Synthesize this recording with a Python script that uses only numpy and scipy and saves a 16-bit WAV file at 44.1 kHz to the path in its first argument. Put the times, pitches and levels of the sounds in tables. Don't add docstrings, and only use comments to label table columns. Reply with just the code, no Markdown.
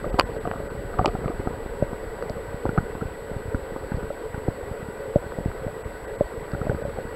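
import sys
import numpy as np
from scipy import signal
from scipy.fft import rfft, irfft, next_fast_len
from scipy.io import wavfile
from scipy.ndimage import uniform_filter1d, map_coordinates

SR = 44100
rng = np.random.default_rng(int(sys.argv[2]) if len(sys.argv) > 2 else 0)


def master_out(mix):
    frames = np.transpose(np.atleast_2d(mix))
    ceiling = np.clip(frames, -1, 1)
    pcm = np.round(ceiling * 32767).astype(np.int16)
    wavfile.write(sys.argv[1], SR, pcm)


def volts_from_db(level):
    exponent = np.asarray(level, float) / 20
    return 10 ** exponent


N = 315315
CAVITY_HZ, CAVITY_T60_S = 577, 0.045


def unit(x):
    return x / np.sqrt(np.mean(x ** 2) + 1e-20)


def filtered(x, response):
    m = next_fast_len(N + 8192)
    return irfft(rfft(x, m) * response(np.fft.rfftfreq(m, 1 / SR)), m)[:N]


def shape(points):
    f, db = np.transpose(points)
    return lambda hz: volts_from_db(np.interp(np.log(hz + 1), np.log(f + 1), db))


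def modes(table):
    def response(f):
        total = 0
        for k, (center, width, db) in enumerate(table):
            peak = 1j * f * width / (center * center - f * f + 1j * f * width)
            total = total + (-1) ** k * volts_from_db(db) * peak
        return total
    return response


def wobble(rate):
    knots = rng.standard_normal(int(N * 40 / SR) + 4)
    return map_coordinates(knots, [np.arange(N) * min(rate, 40) / SR])


def patchy(depth_db):
    z = signal.stft(rng.standard_normal(N + 512), nperseg=512)[2]
    field = uniform_filter1d(rng.standard_normal(z.shape), size=4, axis=0)
    field = uniform_filter1d(field, size=6, axis=1)
    return signal.istft(z * volts_from_db(depth_db * unit(field)), nperseg=512)[1][:N]


def rings(s, db, hz, t60, phase, rise, size):
    t = np.arange(size) / SR
    lead = np.round((np.asarray(s) - .5 * rise / hz) * SR).astype(int).clip(0)
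    hz, t60, db, phase = (np.reshape(v, (-1, 1)) for v in (hz, t60, db, phase))
    late = t - .5 * rise / hz
    decay = volts_from_db(db - 60 * late / t60)
    start = 1 - np.exp(-(hz * t / rise) ** 2)
    waves = decay * start * np.cos(2 * np.pi * hz * late + phase)
    places = lead[:, None] + np.arange(size)
    return np.bincount(places.ravel(), waves.ravel(), N + size + SR)[:N]


def outward(way):
    return np.pi * (np.asarray(way) < 0)


def soft_ring(s, db, hz, t60, way):
    return rings(s, db, hz, t60, 3.31 + outward(way), rise=0.7, size=2600)


def swarm(count, spread_db, hz, octaves, cycles, size):
    u, g = rng.random((count, 3)), rng.standard_normal(count)
    pitch = hz * 2 ** (octaves * np.clip(g, -2, 2))
    db = np.minimum(-spread_db * np.log(u[:, 1]), 11)
    return unit(rings(u[:, 0] * N / SR, db, pitch, cycles / pitch, 2 * np.pi * u[:, 2], 0.71, size))


# t/s, level/dB
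CURRENT_STRENGTH = [
    (0.0, 3),
    (2.63, 0.3),
    (6.35, 0.05),
    (6.69, 2),
    (7.15, .6),
]


def current():
    flow_db = np.interp(np.arange(N) / SR, *np.transpose(CURRENT_STRENGTH))
    surge = wobble(17)
    hollow_db = -37.5 + 0.57 * flow_db + 0.081 * surge + 2.3 * wobble(30)
    rush_db = -43 + 0.31 * flow_db + 0.45 * surge
    buffet_db = -40 + 2.23 * flow_db
    return volts_from_db(hollow_db) * hollow_air() + volts_from_db(rush_db) * rush() + volts_from_db(buffet_db) * buffeting()


# f/Hz, width/Hz, level/dB
AIR_MODES = [(434.4, 51.4, 3), (563.7, 43, -0.5)]


def hollow_air():
    return unit(filtered(filtered(patchy(0.16), modes(AIR_MODES)), modes([(530, 1700, 0)])))


# f/Hz, width/Hz, level/dB
WALL_MODES = [(676, 110, -1.5), (968.5, 20.6, 2.5), (1200, 62, -7.5), (1501, 45, -3), (1937, 56, -2.5),
              (4600, 450, -23)]
# f/Hz, level/dB (per Hz)
WASH_SPECTRUM = [(180, -52), (300, -5.5), (442, -15.5), (962, -9), (1280, -16), (1530, -8.5), (1780, -16.5),
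                 (4610, -38), (6000, -40), (7800, -83), (13200, -120)]


def rush():
    walls = unit(filtered(patchy(1.7), modes(WALL_MODES)))
    wash = unit(filtered(patchy(2.2), shape(WASH_SPECTRUM)))
    bubbles = swarm(count=700, spread_db=0.5, hz=880, octaves=0.612, cycles=19.5, size=900)
    return volts_from_db(-2.5) * walls + volts_from_db(-2.5) * wash + volts_from_db(-5.5) * bubbles


# f/Hz, level/dB (per Hz)
BUFFET_SPECTRUM = [(8.8, -11), (15, 3.5), (55, 0.5), (85, -7), (145, -13.5), (201, -7.5), (400, -8.5),
                   (520, -38), (880, -120)]


def buffeting():
    rumble = unit(filtered(patchy(0.32), shape(BUFFET_SPECTRUM)))
    eddies = swarm(count=600, spread_db=-5.5, hz=100.0, octaves=0.98, cycles=2.44, size=2200)
    return unit(rumble + 1.3 * eddies)


# t/s, level/dB, f/Hz, direction (+1 in, -1 out)
SURGE_EVENTS = [(0.782, -18, 57, 1), (0.996, 0.5, 49, -1), (1.099, -12, 52, -1), (1.151, -22, 77, 1),
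                (1.24, -9, 93, 1), (1.297, -15, 82, -1), (1.47, -16, 74, 1), (2.306, -4.5, 80, 1),
                (2.652, -9, 74, 1), (2.666, -4, 61, -1), (2.695, -7, 86, -1), (2.787, 5, 74, -1),
                (2.83, -19, 30, -1), (3.059, -4.5, 56, 1), (3.459, -8, 61, -1), (3.551, 0, 52, -1),
                (3.948, 0.5, 57, 1), (3.974, -5, 93, 1), (3.984, -10, 64, -1), (4.348, -8, 68, -1),
                (4.381, -7, 83, 1), (4.717, -5.5, 66, 1), (4.83, -7.5, 78.5, 1), (5.161, -22, 90, -1),
                (5.267, -10, 77, -1), (5.626, -12, 65, 1), (5.668, -1.5, 102, 1), (5.863, -7.5, 62, -1),
                (6.38, -10, 56.5, 1), (6.713, -18, 79, 1), (.793, -11, 66, -1), (.147, -8, 73, -1),
                (1.151, -11, 68, 1), (3.486, -10, 73, -1), (4.039, -12, 64, -1), (5.463, -1, 76, 1)]


def surges():
    s, db, hz, way = np.transpose(SURGE_EVENTS)
    return rings(s, db, hz, 0.75 / hz, -0.75 + outward(way), rise=0.64, size=2600)


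# t/s, level/dB, f/Hz, time to fall 60 dB/s
PUSH_EVENTS = [(.1422, -9, 215, 0.023), (.993, -8.5, 170, 0.011), (.239, -13, 130, .012),
               (.366, -15, 92, 0.026), (.559, -11, 154, .01), (2.692, 0, 178, 0.0057),
               (.602, -16, 114, 0.038), (1.15, -9, 212, 0.013), (1.188, -9, 130, .009),
               (1.259, -5, 134, 0.022), (1.395, -9, 79, 0.034), (1.4735, 5.5, 181, 0.0033),
               (1.136, -18, 200, .012), (3.48, -13, 110, .015), (4.046, -16, 150, .015),
               (2.544, -9, 128, 0.016), (2.731, -10, 154, .0092), (2.777, -8, 167, 0.039),
               (2.783, -3, 110, 0.0062), (1.0105, -12, 120, 0.0095), (2.806, -12, 130, 0.016),
               (3.0215, -7.5, 170, 0.019), (3.315, -11.5, 131, 0.016), (3.364, -11, 95, 0.032),
               (3.546, -10, 248, 0.027), (3.919, -6, 187, .016), (4.03, -11, 182, 0.011),
               (4.343, -15, 154, .0086), (4.887, -10.5, 159, 0.01), (5.3873, 7, 111, 0.0029),
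               (5.483, -12, 77, 0.05), (6.535, -7, 130, 0.023), (6.615, -6.5, 130, 0.02),
               (6.696, -5.5, 120, 0.041), (6.732, -3, 110, 0.0051), (6.747, 0.5, 154, 0.0046),
               (.473, -16, 186, .02), (.51, -16, 200, .02), (.718, -20, 171, .025), (6.824, -19, 143, .025),
               (1.056, -16, 208, .02)]
# t/s, level/dB, f/Hz, time to fall 60 dB/s
PULL_EVENTS = [(1.0262, -1, 110, 0.0048), (1.298, -20, 290, 0.04), (1.507, -17, 302, 0.016),
               (1.662, -6, 255, 0.0048), (1.93, -10, 173, 0.014), (2.829, -18.5, 216, 0.036),
               (2.952, -8, 154, 0.007), (4.4845, -2.5, 111, 0.027), (5.4593, 2.5, 130, 0.0049),
               (5.408, -12, 200, .008), (2.656, -13, 176, .015), (1.078, -10, 183, 0.011),
               (6.55, -14, 110, 0.028), (6.654, -10, 154, 0.0066), (6.669, -7, 182, 0.0094),
               (6.851, -11, 154, 0.011), (6.88, -18, 154, 0.033), (6.984, -17, 155, 0.022),
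               (7.053, -11.5, 155, 0.0086), (.073, -18, 216, .02), (1.217, -20, 168, .025),
               (2.367, -18, 157, .025), (3.72, -18, 177, .025)]


def thumps():
    sound = np.zeros(N)
    for table, way in ((PUSH_EVENTS, 1), (PULL_EVENTS, -1)):
        s, db, hz, t60 = np.transpose(table)
        sound += rings(s, db - 4.0, hz, t60, -1.02 + outward(way), rise=0.13, size=2600)
    return sound


# t/s, ring level/dB, thump level/dB
GULP_EVENTS = [
    (1.825, -8.5, -4.5),
    (5.1597, -4.5, -0.5),
    (6.21, -5, -10.5),
]


def gulps():
    s, ring_db, thump_db = np.transpose(GULP_EVENTS)
    hz = np.full(len(s), CAVITY_HZ)
    ring = rings(s - .5 / hz, ring_db, hz, CAVITY_T60_S, 0, rise=.8, size=2600)
    kick = rings(s - .0003, ring_db + 4, hz * 0 + 440, 0.0057, np.pi - .75, rise=.3, size=900)
    swing = rings(s, thump_db, hz * 0 + 127, 0.02, -2, rise=.15, size=2600)
    return filtered(ring + kick + swing, lambda f: 1 / (1 + (f / 760) ** 6))


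# t/s, level/dB, f/Hz, direction (+1 in, -1 out)
PLOP_EVENTS = [(.043, -20, 582, 1), (.055, -22.5, 600, 1), (0.064, -21, 500, 1), (.106, -24, 550, 1),
               (.993, -10.5, 720, 1), (.9997, -16, 740, 1), (2.658, -21, 547, 1), (3.026, -19, 453, 1),
               (6.704, -27, 795, 1), (.185, -18, 820, 1), (.1985, -15, 980, -1), (0.212, -24, 1050, -1),
               (1.281, -19, 545, 1), (.364, -19, 565, 1), (.602, -21, 583, 1), (1.011, -23, 473, 1),
               (1.045, -12, 580, 1), (1.046, -14.5, 884, 1), (1.059, -11, 342, -1), (1.474, -22, 363, 1),
               (1.072, -18, 496, 1), (1.082, -18, 477, 1), (2.224, -19, 476, 1), (2.297, -20.5, 600, 1),
               (2.667, -24, 470, 1), (2.777, -18, 385, 1), (4.104, -16, 565, 1), (3.762, -20.5, 536, 1),
               (5.3866, -21, 554, 1), (5.679, -20, 580, 1), (6.669, -17.5, 616, -1), (6.696, -13.5, 440, 1),
               (6.715, -16, 566, 1), (6.821, -20.5, 520, 1), (6.852, -16, 560, -1), (.06, -24, 355, 1),
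               (.449, -25, 330, -1), (4.215, -26, 346, 1), (6.627, -25, 384, -1), (5.323, -22, 480, 1),
               (5.646, -21, 483, 1), (3.708, -22, 480, 1), (3.732, -24, 450, 1), (2.755, -25, 560, 1),
               (3.983, -23, 483, 1), (1.19, -24, 487, 1)]


def plops():
    s, db, hz, way = np.transpose(PLOP_EVENTS)
    near = np.exp(-(np.log2(hz / CAVITY_HZ) / 0.29) ** 2)
    off_t60_s = 0.036
    return soft_ring(s, db, hz, off_t60_s + (CAVITY_T60_S - off_t60_s) * near, way)


# t/s, upper note level/dB, upper note f/Hz, lower note level/dB
KNOCK_EVENTS = [(.043, -22, 1204, -44), (.055, -32, 1440, -40), (.56, -27, 1200, -35),
                (3.025, -29, 1530, -40), (6.535, -29, 1340, -40), (6.747, -30, 1500, -40),
                (6.895, -31, 1250, -40), (0.988, -15, 1200, -32), (1.244, -30, 1300, -35),
                (1.317, -30, 1130, -40), (.143, -30, 1270, -25), (.453, -20.5, 1220, -19),
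                (.537, -27, 1210, -25), (.94, -26.5, 1240, -30), (0.9924, -11, 1200, -40),
                (1.0445, -19, 1200, -40), (1.012, -26, 1240, -19), (1.037, -33, 1280, -40),
                (1.077, -22, 1220, -23), (1.088, -23, 1220, -23), (1.152, -29, 1335, -20.5),
                (1.258, -25, 1270, -42), (1.28, -23, 1170, -36), (1.306, -30, 1250, -25),
                (1.473, -22, 1270, -22), (.476, -40, 1310, -24), (4.031, -31, 1430, -45),
                (.365, -33, 1270, -45), (6.636, -45, 1370, -32), (2.663, -26, 1410, -40),
                (2.692, -20.5, 1420, -33), (2.7835, -16, 1465, -23.5), (2.777, -12.5, 1270, -17.5),
                (3.011, -28, 1320, -37), (3.014, -26, 1360, -40), (3.546, -21, 1425, -40),
                (3.919, -26, 1510, -30), (4.344, -26.5, 1490, -29), (4.4825, -42, 1216, -23.5),
                (6.548, -25, 1430, -29), (6.615, -22.5, 1310, -35), (6.696, -19, 1500, -27),
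                (4.888, -33, 1460, -37), (1.0585, -17, 1200, -40), (3.762, -30, 1230, -40),
                (4.102, -30, 1330, -45), (5.58, -32, 1300, -45), (6.775, -31, 1260, -45),
                (2.763, -36, 1350, -30), (6.972, -38, 1400, -30), (3.029, -38, 1380, -31)]


def knocks():
    s, db, hz, lower_db = np.transpose(KNOCK_EVENTS)
    lower_hz = 724 * (hz / 1270) ** 0.87
    return soft_ring(s, db, hz, 0.023, 1) + soft_ring(s, lower_db, lower_hz, 0.046, 1)


# t/s, level/dB, f/Hz, direction (+1 in, -1 out)
SNAP_EVENTS = [(.1898, 3.5, 880, -1), (.1903, -1, 380, -1), (.21, -12, 559, 1), (.19545, 0, 560, 1),
               (.19685, 7.5, 1180, -1), (0.2091, -1, 1050, -1), (1.461, -13, 350, 1), (1.4731, -17, 750, 1),
               (1.4722, -10, 380, 1), (1.0587, -6, 3950, 1), (1.3013, -10, 400, -1), (1.4, -14, 335, 1),
               (1.5095, -13, 400, 1), (4.4833, -9.5, 280, 1), (4.4812, -4.5, 476, 1),
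               (2.7775, -24, 2000, 1), (0.4746, -13, 1100, 1), (.4738, -9, 400, 1), (0.5135, -10, 640, -1),
               (0.514, -8, 1350, -1), (0.993, -10, 425, 1), (1.063, -5, 624, 1), (1.0589, 0, 820, -1),
               (1.088, -20, 2030, 1), (1.28, -17, 1930, 1), (3.762, -17, 900, -1), (3.755, -20, 900, -1),
               (1.078, -5, 460, -1), (1.2436, -13, 534, 1), (1.28, -9, 480, 1), (1.659, -21, 766, -1),
               (1.933, -16.5, 825, -1), (2.225, -11.5, 1280, 1), (2.6546, -5, 794, 1),
               (2.6541, -9.5, 337, 1), (1.011, -8.5, 200, 1), (2.951, -17.5, 880, -1), (3.012, -16, 377, 1),
               (3.551, -19, 470, -1), (3.762, -15.5, 263, -1), (5.321, -15, 1270, 1),
               (5.516, -15.5, 1300, 1), (6.545, -16, 355, 1), (6.987, -10, 530, 1)]


def snaps():
    s, db, hz, way = np.transpose(SNAP_EVENTS)
    return soft_ring(s, db, hz, 4.73 / hz, way)


# t/s, level/dB, then level/dB of the upper, edge and top notes
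TICK_EVENTS = [(.142, -37, -15, -20, -16), (3.96, -52, 9, 2, 0), (0.19685, -3, 1, -15, -2),
               (1.075, -50, 10, 0, -10), (1.0785, -45, 10, 0, -10), (1.083, -50, 10, 0, -10),
               (1.113, -51, 10, 0, -10), (3.967, -50, 10, 0, -5), (5.16, -48, 8, 0, -8),
               (0.2097, -16, -6, -17, -22), (0.474, -36, -16, -25, -16), (0.5128, -32.5, -18, -25, -18),
               (0.989, -30, -7, -15, -8), (1.0587, -11.5, -6, -6, -15), (1.062, -23, -13, -14, -20),
               (2.2254, -46, 11, -11, 8), (2.297, -43.5, 13, 11.5, 7), (2.654, -45, 5, -10, -10),
               (2.692, -41, -8, -20, -14), (2.7776, -38, -3, -10, -14), (2.7836, -48, -3, -14, -14),
               (6.5178, -43, 8, -6, 0)]
# f/Hz, level/dB, time to fall 60 dB/s
SHELL_MODES = [
    [(2540, -10, 0.014), (2880, -0.5, 0.0065)],
    [(4630, 1.5, 0.0049)],
    [(5520, 4.5, 0.0031), (6620, -3, 0.0029)],
    [(8800, -12, 0.0018), (10900, -18, .0018), (13500, -30, 0.0019)],
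]


def ticks():
    s, db, upper_db, edge_db, top_db = np.transpose(TICK_EVENTS)
    sound = np.zeros(N)
    for group, share_db in zip(SHELL_MODES, (0, upper_db, edge_db, top_db)):
        for hz, level, t60 in group:
            pitch = hz * (1 + .015 * rng.standard_normal(len(s)))
            sound += rings(s, db + share_db + level, pitch, np.full(len(s), t60), np.pi, rise=0.73, size=500)
    return sound


# middle t/s, length/s, level/dB,
# share above the upper note level/dB
SCRAPE_EVENTS = [
    (0.188, .004, -46, -8),
    (.1915, .006, -38, -4.5),
    (.1935, 0.003, -30, -20),
    (0.203, .006, -43, -25),
    (1.061, 0.004, -36, -25),
    (1.081, .008, -47, -18),
]


def scrapes():
    t = np.arange(N) / SR
    low = unit(filtered(rng.standard_normal(N), modes([(2620, 1200, -8), (4630, 700, -4)])))
    top_shape = shape([(5500, -40), (7000, 4), (12000, -12), (13500, -35)])
    top = unit(filtered(rng.standard_normal(N), top_shape))
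    sound = np.zeros(N)
    for s, length, db, top_db in SCRAPE_EVENTS:
        swell = np.exp(-(2 * (t - s) / length) ** 2)
        sound += volts_from_db(db) * swell * (low + volts_from_db(top_db) * top)
    return sound


WHINE_SLIPS = [
    1.79,
    3.596,
    6.32,
]


def whine():
    t = np.arange(N) / SR
    field_s, retrace_s = 1 / 59.94, .00052
    frames = (t - .01773) / (2 * field_s)
    since = frames % 1 * 2 * field_s
    in_gap = np.abs(since - field_s - retrace_s / 2) < retrace_s / 2
    sign = (1 - 2 * (np.floor(frames) % 2)) * np.where(in_gap, -1, 1)
    sign = sign * (1 - .4 * np.exp(-((since - retrace_s) / 0.00029) ** 2))
    unlock = sum(np.exp(-((t - s) / .011) ** 4) for s in WHINE_SLIPS)
    jitter = 2.2 * unlock * unit(filtered(rng.standard_normal(N), lambda hz: hz < 200))
    scan = sign * np.sin(2 * np.pi * 7867.13 * t + jitter)
    scan = filtered(scan, lambda hz: np.exp(-((hz - 8200) / 1700) ** 2))
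    return volts_from_db(-52.0) * scan + volts_from_db(-65.5) * np.sin(2 * np.pi * 12600 * t)


# f/Hz, level/dB (per Hz)
HISS_SPECTRUM = [(1000, 9), (3000, 1.5), (5000, -1.5), (8500, -3), (12000, -5.5), (14000, -7.5),
                 (15700, -10)]


def hiss():
    return volts_from_db(-54.0) * unit(filtered(rng.standard_normal(N), shape(HISS_SPECTRUM)))


# t/s, lost above f/Hz, share lost (0-1)
TREBLE_GAPS = [
    (.118, 2200, .95),
    (.243, 2300, .82),
    (.393, 2400, .87),
    (.692, 2300, .85),
    (5.836, 3400, .97),
    (6.067, 2300, .8),
    (6.175, 2500, .85),
    (6.838, 2800, .95),
]


def treble_dropouts(x):
    t = np.arange(N) / SR
    band_hz = 300 * np.arange(80)
    lost = np.zeros(N)
    for s, low_hz, share in TREBLE_GAPS:
        chance = np.where(band_hz < 5500, .85, .97)
        dropped = (band_hz > low_hz - 300) & (rng.random(80) < chance)
        around = x * np.exp(-((t - s) / .03) ** 4)
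        treble = filtered(around, lambda hz: dropped[(hz // 300).astype(int)])
        lost += share * treble * np.exp(-((t - s) / .0095) ** 4)
    return x - lost


def scene():
    water = current() + surges() + thumps() + gulps()
    housing = plops() + knocks() + snaps()
    return (water + housing + ticks() + scrapes())[None]


def low_pass(x):
    return signal.sosfilt(signal.butter(12, 16810, fs=SR, output="sos"), x)


def record(dry):
    preamp = lambda hz: 1j * hz / (12 + 1j * hz) * (hz < 15800)
    converter = lambda hz: np.abs(hz - 6300) / np.hypot(hz - 6300, 1300)
    clipped = np.clip(filtered(dry[0] + hiss(), preamp), -.97, .97)
    mix = treble_dropouts(filtered(clipped, converter)) + filtered(whine(), converter)
    return low_pass(mix[None])


dry = scene()
out = record(dry)
master_out(out)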